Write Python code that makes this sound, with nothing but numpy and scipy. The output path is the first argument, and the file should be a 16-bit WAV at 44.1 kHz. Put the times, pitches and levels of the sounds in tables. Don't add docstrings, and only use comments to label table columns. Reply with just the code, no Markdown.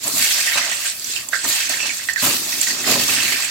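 import sys
import numpy as np
from scipy import signal
from scipy.fft import rfft, irfft, next_fast_len
from scipy.io import wavfile

SR = 44100
rng = np.random.default_rng(int(sys.argv[2]) if len(sys.argv) > 2 else 0)


def master(y):
    cut = np.clip(np.atleast_2d(y).T, -1, 1)
    pcm = np.round(cut * 32767)
    wavfile.write(sys.argv[1], SR, pcm.astype(np.int16))


def magnitude_from_level(level_db):
    exponent = np.asarray(level_db, float) / 20
    return 10 ** exponent


N = 154350

# f/Hz, likeness/1
PORT_LIKENESS = [(130, .96), (300, .96), (640, .7), (1400, .35), (3500, .05)]
SIMMER_DB = (-56.5, -53.5)
FLICKER_PER_S = 24
LEFT_RIGHT = np.array([[1], [-1]])


def rms_one(x):
    return x / np.sqrt(np.mean(x ** 2) + 1e-20)


def at_hz(points, hz):
    points_hz, values = np.transpose(points)
    return np.interp(np.log(np.maximum(hz, 1)), np.log(points_hz), values)


def drift(rate_hz):
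    r = np.exp(-40 * np.pi * rate_hz / SR)
    white = rng.standard_normal(N // 20 + 2002)
    slow = signal.lfilter([1], [1, -2 * r, r * r], white)[2000:]
    return np.interp(np.arange(N) / 20, np.arange(len(slow)), rms_one(slow - slow.mean()))


def bandpass(x, order, low_hz, high_hz):
    return signal.sosfilt(signal.butter(order, [low_hz, high_hz], "band", fs=SR, output="sos"), x)


def heaving():
    # t/s, churning level/dB, gurgle level/dB, fade delay/s
    gulps = [(0.04, -44, -37, 0.041), (0.134, -42.5, -39.5, 0.035), (0.547, -47.5, -29.5, 0.0096),
             (0.652, -73, -35.5, 0.02), (1.433, -43, -34.5, 0.021), (1.688, -48.5, -36.5, 0.0073),
             (1.823, -51.5, -36, 0.0053), (2.217, -33, -30, 0.053), (2.41, -52.5, -46, 0.21),
             (2.665, -45.5, -44.5, 0.28), (2.859, -34.5, -30.5, 0.11), (3.071, -38, -32.5, 0.029),
             (3.186, -47.5, -48, 0.17)]
    attack_s, fade_db_per_s = 0.012, (82, 138)
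    t = np.arange(N) / SR
    power = magnitude_from_level(np.array(SIMMER_DB))[:, None] ** 2
    for start_s, churn_db, gurgle_db, hold_s in gulps:
        fade_db = np.outer(fade_db_per_s, np.maximum(t - start_s - hold_s, 0))
        rise = np.clip((t - start_s) / attack_s, 0, 1)
        power = power + (magnitude_from_level(np.array([[churn_db], [gurgle_db]]) - fade_db) * rise) ** 2
    return 10 * np.log10(power)


def rumble():
    simmer_rumble_db, sway_db, follow = -59, 1.5, 0.37
    mid, side = bandpass(rng.standard_normal((2, N)), 2, 62, 166)
    follow_db = follow * (heaving()[0] - SIMMER_DB[0])
    level_db = simmer_rumble_db + follow_db + sway_db * drift(6.3)
    return magnitude_from_level(level_db) * rms_one(mid + 0.25 * side * LEFT_RIGHT)


def ring(clicks, hz, t60_s):
    r, w = magnitude_from_level(-60 / (t60_s * SR)), 2 * np.pi * hz / SR
    return signal.lfilter([0, np.sin(w)], [1, -2 * r * np.cos(w), r * r], clicks + 1e-18)


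def bubbles(low_hz, high_hz, rate_per_s, cycles, spread_db, flicker_db, count=10):
    # f/Hz, relative density/dB per Hz
    burst_colour = [(53, -44), (90, -15), (254, -23.5), (400, -10), (500, -18), (578, -18.5), (1000, -12.5),
                    (1940, 0), (3330, 3), (7570, 2.5), (9820, 5), (12500, 13.5), (15800, -14.5)]
    sizes = magnitude_from_level(spread_db * np.minimum(rng.exponential(1, N), 5))
    sizes = sizes * (rng.random(N) < rate_per_s / SR)
    clicks = sizes * rng.standard_normal((2, N))
    dealt = rng.integers(0, count, N)
    out = 0
    for k, hz in enumerate(np.geomspace(low_hz, high_hz, 2 * count + 1)[1::2]):
        mid, side = rms_one(ring(clicks * (dealt == k), hz, cycles / hz))
        alike = np.clip(at_hz(PORT_LIKENESS, hz), 0, 1)
        flicker = flicker_db * drift(FLICKER_PER_S / 2)
        gain = np.sqrt(hz) * magnitude_from_level(at_hz(burst_colour, hz) + flicker)
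        out = out + gain * (np.sqrt(1 + alike) * mid + np.sqrt(1 - alike) * side * LEFT_RIGHT)
    return rms_one(bandpass(out, 3, low_hz, high_hz))


def frying():
    # t/s, coarse bubbles level/dB, fizz level/dB, fine spray level/dB
    small_levels = [(0, -48.5, -40, -47), (.04, -38, -28.5, -31), (.16, -38, -23.5, -23),
                    (.2, -27.5, -19.5, -24.5), (.56, -27.5, -23.5, -31), (.7, -28.5, -24, -35.5),
                    (.81, -37, -30, -33.5), (.86, -29, -23, -31), (.92, -37, -27.5, -37.5),
                    (.96, -43, -37, -35), (1.06, -42.5, -28, -35), (1.12, -39, -25, -35),
                    (1.2, -35.5, -31, -37), (1.3, -52, -43.5, -41), (1.338, -38, -27, -38),
                    (1.43, -40, -31, -42), (1.49, -30.5, -20.5, -24), (1.58, -26, -21.5, -30),
                    (1.688, -31.5, -25, -37), (1.697, -31, -19.5, -29), (1.79, -31.5, -26.5, -35),
                    (1.89, -33, -24.5, -36), (1.96, -41, -26, -33.5), (2.01, -36.5, -31.5, -40),
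                    (2.068, -45, -33, -36.5), (2.1, -35.5, -27.5, -36), (2.15, -50, -38.5, -42),
                    (2.2, -34, -24, -35), (2.23, -25.5, -22.5, -21), (2.309, -27.5, -20, -23.5),
                    (2.378, -37.5, -27.5, -29.5), (2.68, -34.5, -24, -29.5), (2.76, -35, -27, -35.5),
                    (2.85, -32.5, -25, -33), (2.882, -26, -19, -23), (2.98, -26, -21.5, -26.5),
                    (3.05, -32.5, -23, -27.5), (3.09, -28, -20, -22.5), (3.17, -24, -20.5, -30),
                    (3.33, -28, -24.5, -27.5), (3.5, -31.5, -28, -37)]
    # lowest f/Hz, highest f/Hz, bursts/(1/s), ring to -60 dB/cycles,
    # size spread/dB, flicker/dB
    bubble_sizes = [(93, 471, 2900, 9.4, 0.5, 4), (524.6, 1396, 4000, 19.7, 0.33, 2.5),
                    (1309, 3360, 8000, 30.4, -0.27, 2.5), (3214, 9125, 20000, 30, 0.5, 2.5),
                    (8900, 20000, 24000, 5.5, -0.7, 2)]
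    gurgle_under_coarse_db, seethe_db = -15.5, 0.5
    crackles_per_s, crackle_fade_s, crackle_db = 35, 0.01, -11.5
    times_s, *small = np.transpose(small_levels)
    t = np.arange(N) / SR
    churn_db, gurgle_db = heaving()
    coarse_db, fizz_db, spray_db = [np.interp(t, times_s, db) for db in small]
    gurgle_db = 10 * np.log10(magnitude_from_level(gurgle_db) ** 2 + magnitude_from_level(coarse_db + gurgle_under_coarse_db) ** 2)
    starts = np.minimum(rng.exponential(1, N), 3) * (rng.random(N) < crackles_per_s / SR)
    fade = np.exp(-1 / (crackle_fade_s * SR))
    flares = signal.lfilter([magnitude_from_level(crackle_db)], [1, -fade], starts)
    seethe = rms_one(magnitude_from_level(seethe_db * drift(FLICKER_PER_S)) * (1 + flares))
    out = 0
    for k, db in enumerate([churn_db, gurgle_db, coarse_db, fizz_db, spray_db]):
        out = out + magnitude_from_level(db) * bubbles(*bubble_sizes[k]) * (seethe if k else 1)
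    return out


def spits():
    # t/s, relative level/dB, f/Hz
    droplets = [(0.078, -9, 8250), (0.7133, -16, 7300), (0.995, -17.5, 7560), (1.044, -14, 6000),
                (1.2865, -15, 7550), (1.498, -11, 7400), (1.6929, -9.5, 7300), (2.133, -13.5, 7100),
                (2.612, -6, 7160), (2.7073, -13.5, 4510), (2.995, -10, 5040), (3.079, -8, 5730)]
    width, gain_db, crack_db = 0.08, -4.5, -5.5
    t60_s, attack_s = 0.026, 0.002
    out, t = np.zeros((2, N + SR)), np.arange(SR // 10) / SR
    for start_s, db, hz in droplets:
        white = rng.standard_normal((2, 2, len(t)))
        crackle = rms_one(bandpass(white[0], 1, hz / (1 + width), hz * (1 + width)))
        crack = magnitude_from_level(crack_db) * np.diff(white[1], prepend=0) / 2
        envelope = magnitude_from_level(db + gain_db - 60 * t / t60_s) * np.minimum(t / attack_s, 1)
        i = int(start_s * SR)
        out[:, i:i + len(t)] += envelope * (crackle + crack)
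    return out[:, :N]


def pops():
    # t/s, relative level/dB, f/Hz
    large_bubbles = [(0.135, -29, 243), (0.473, -11.5, 1883), (0.5184, -14, 1955), (0.577, -16, 1556),
                     (0.6133, -14, 2015), (0.7176, -15.5, 1947), (0.851, -28, 1550), (1.161, -12.5, 2720),
                     (1.3248, -21, 1800), (1.3304, -9, 1513), (1.334, -11.5, 1965), (1.354, -14, 1634),
                     (1.4454, -19, 1914), (1.6937, -20, 1800), (1.697, -28, 683), (1.7364, -15, 1820),
                     (1.77, -21, 1760), (1.802, -14, 2600), (1.8287, -15, 2680), (1.861, -19, 2890),
                     (1.8923, -11, 2360), (1.9928, -23.5, 1900), (2.0866, -9, 1846), (2.1598, -10.5, 1850),
                     (2.6698, -15.5, 1880), (2.7023, -17, 1850), (2.8409, -16, 1960), (2.874, -18.5, 646),
                     (2.88, -28, 259), (2.911, -29, 235), (2.947, -27, 233), (2.964, -22, 576),
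                     (3.0168, -15.5, 2790), (3.0954, -13, 2525), (3.185, -23, 2020), (3.2575, -20, 2080),
                     (3.3237, -13, 2244)]
    tick_db, ring_db, breakup_db = -6, -2.0, 2
    ref_hz, ref_t60_s, ref_attack_s, ref_gap_s = 1800, 0.022, 0.0018, 0.0036
    rise, scatter, gap_scatter = 0.074, 0.09, 0.307
    out, t = np.zeros((2, N + SR)), np.arange(SR // 4) / SR
    chance = rng.standard_normal((len(large_bubbles), 32))
    for (start_s, db, hz), c in zip(large_bubbles, chance):
        slower = np.sqrt(ref_hz / hz)
        unlike = 1 - at_hz(PORT_LIKENESS, hz)
        white = np.array([[1, unlike], [1, -unlike]]) @ rng.standard_normal((2, len(t)))
        tick = bandpass(white, 2, hz / 3, 2 * hz)
        i = int(start_s * SR)
        out[:, i:i + len(t)] += magnitude_from_level(db + tick_db - 60 * t / 0.015) * tick
        t60_s = ref_t60_s * slower
        attack = np.minimum(t / (ref_attack_s * slower), 1)
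        for k in range(8):
            later = k > 0
            f = hz * (1 + scatter * c[k] * later)
            phase = 2 * np.pi * f * (t + rise * t * t / (2 * t60_s))
            phase = phase + c[k + 8] + unlike * c[k + 16] * LEFT_RIGHT
            delay_s = (k + gap_scatter * c[k + 24] * later) * ref_gap_s * slower
            i = int((start_s + delay_s) * SR)
            envelope = magnitude_from_level(db + ring_db - breakup_db * k - 60 * t / t60_s) * attack
            out[:, i:i + len(t)] += envelope * np.sin(phase)
    return out[:, :N]


def kitchen(x):
    t60_s, wall_cut_hz = 0.33, 7400
    out, dull = np.zeros((2, N)), np.exp(-2 * np.pi * wall_cut_hz / SR)
    for k, lag in enumerate((rng.uniform(0.0068, 0.03, 12) * SR).astype(int)):
        loop, gain, state = x.copy(), magnitude_from_level(-60 * lag / SR / t60_s), [0.]
        for i in range(lag, N, lag):
            back, state = signal.lfilter([gain * (1 - dull)], [1, -dull], loop[i - lag:i], zi=state)
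            loop[i:i + lag] += back[:N - i]
        out[k % 2] += (loop - x) * (-1) ** (k // 2)
    return out


def through_pan(x):
    # f/Hz, width/Hz, level over direct/dB
    pan_modes = [(257, 35, 6), (578, 45, 4), (672, 25, 2), (1572, 60, 0), (1820, 35, 1), (2600, 90, -1),
                 (4450, 150, -2), (7431, 80, -2)]
    out = x
    for hz, width_hz, db in pan_modes:
        r, w = np.exp(-np.pi * width_hz / SR), 2 * np.pi * hz / SR
        edge = (1 - r * r) / 2
        out = out + magnitude_from_level(db) * signal.lfilter([edge, 0, -edge], [1, -2 * r * np.cos(w), r * r], x)
    return out


def scene():
    echo_db, left_minus_right_db = -16, -3.5
    single = pops() + spits()
    single = single + magnitude_from_level(echo_db) * kitchen(single[0])
    single = single * magnitude_from_level(left_minus_right_db / 2 * LEFT_RIGHT)
    return magnitude_from_level(1.5) * through_pan(frying() + single) + rumble()


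def low_pass(x):
    return signal.sosfilt(signal.butter(12, 16020, fs=SR, output="sos"), x)


def record(dry):
    # f/Hz, left minus right/dB
    port_tilt = [(200, 0.5), (1300, -1), (2000, -8.5), (3300, -2), (5500, -1.5), (7800, -8), (9000, 2.5),
                 (12000, 2)]
    size = next_fast_len(N + 4096)
    hz = np.fft.rfftfreq(size, 1 / SR)
    tilt_db = at_hz(port_tilt, hz) / 2 * LEFT_RIGHT
    mix = irfft(rfft(dry, size) * magnitude_from_level(tilt_db) * (hz < 16030), size)[:, :N]
    return low_pass(mix)


dry = scene()
out = record(dry)
master(out)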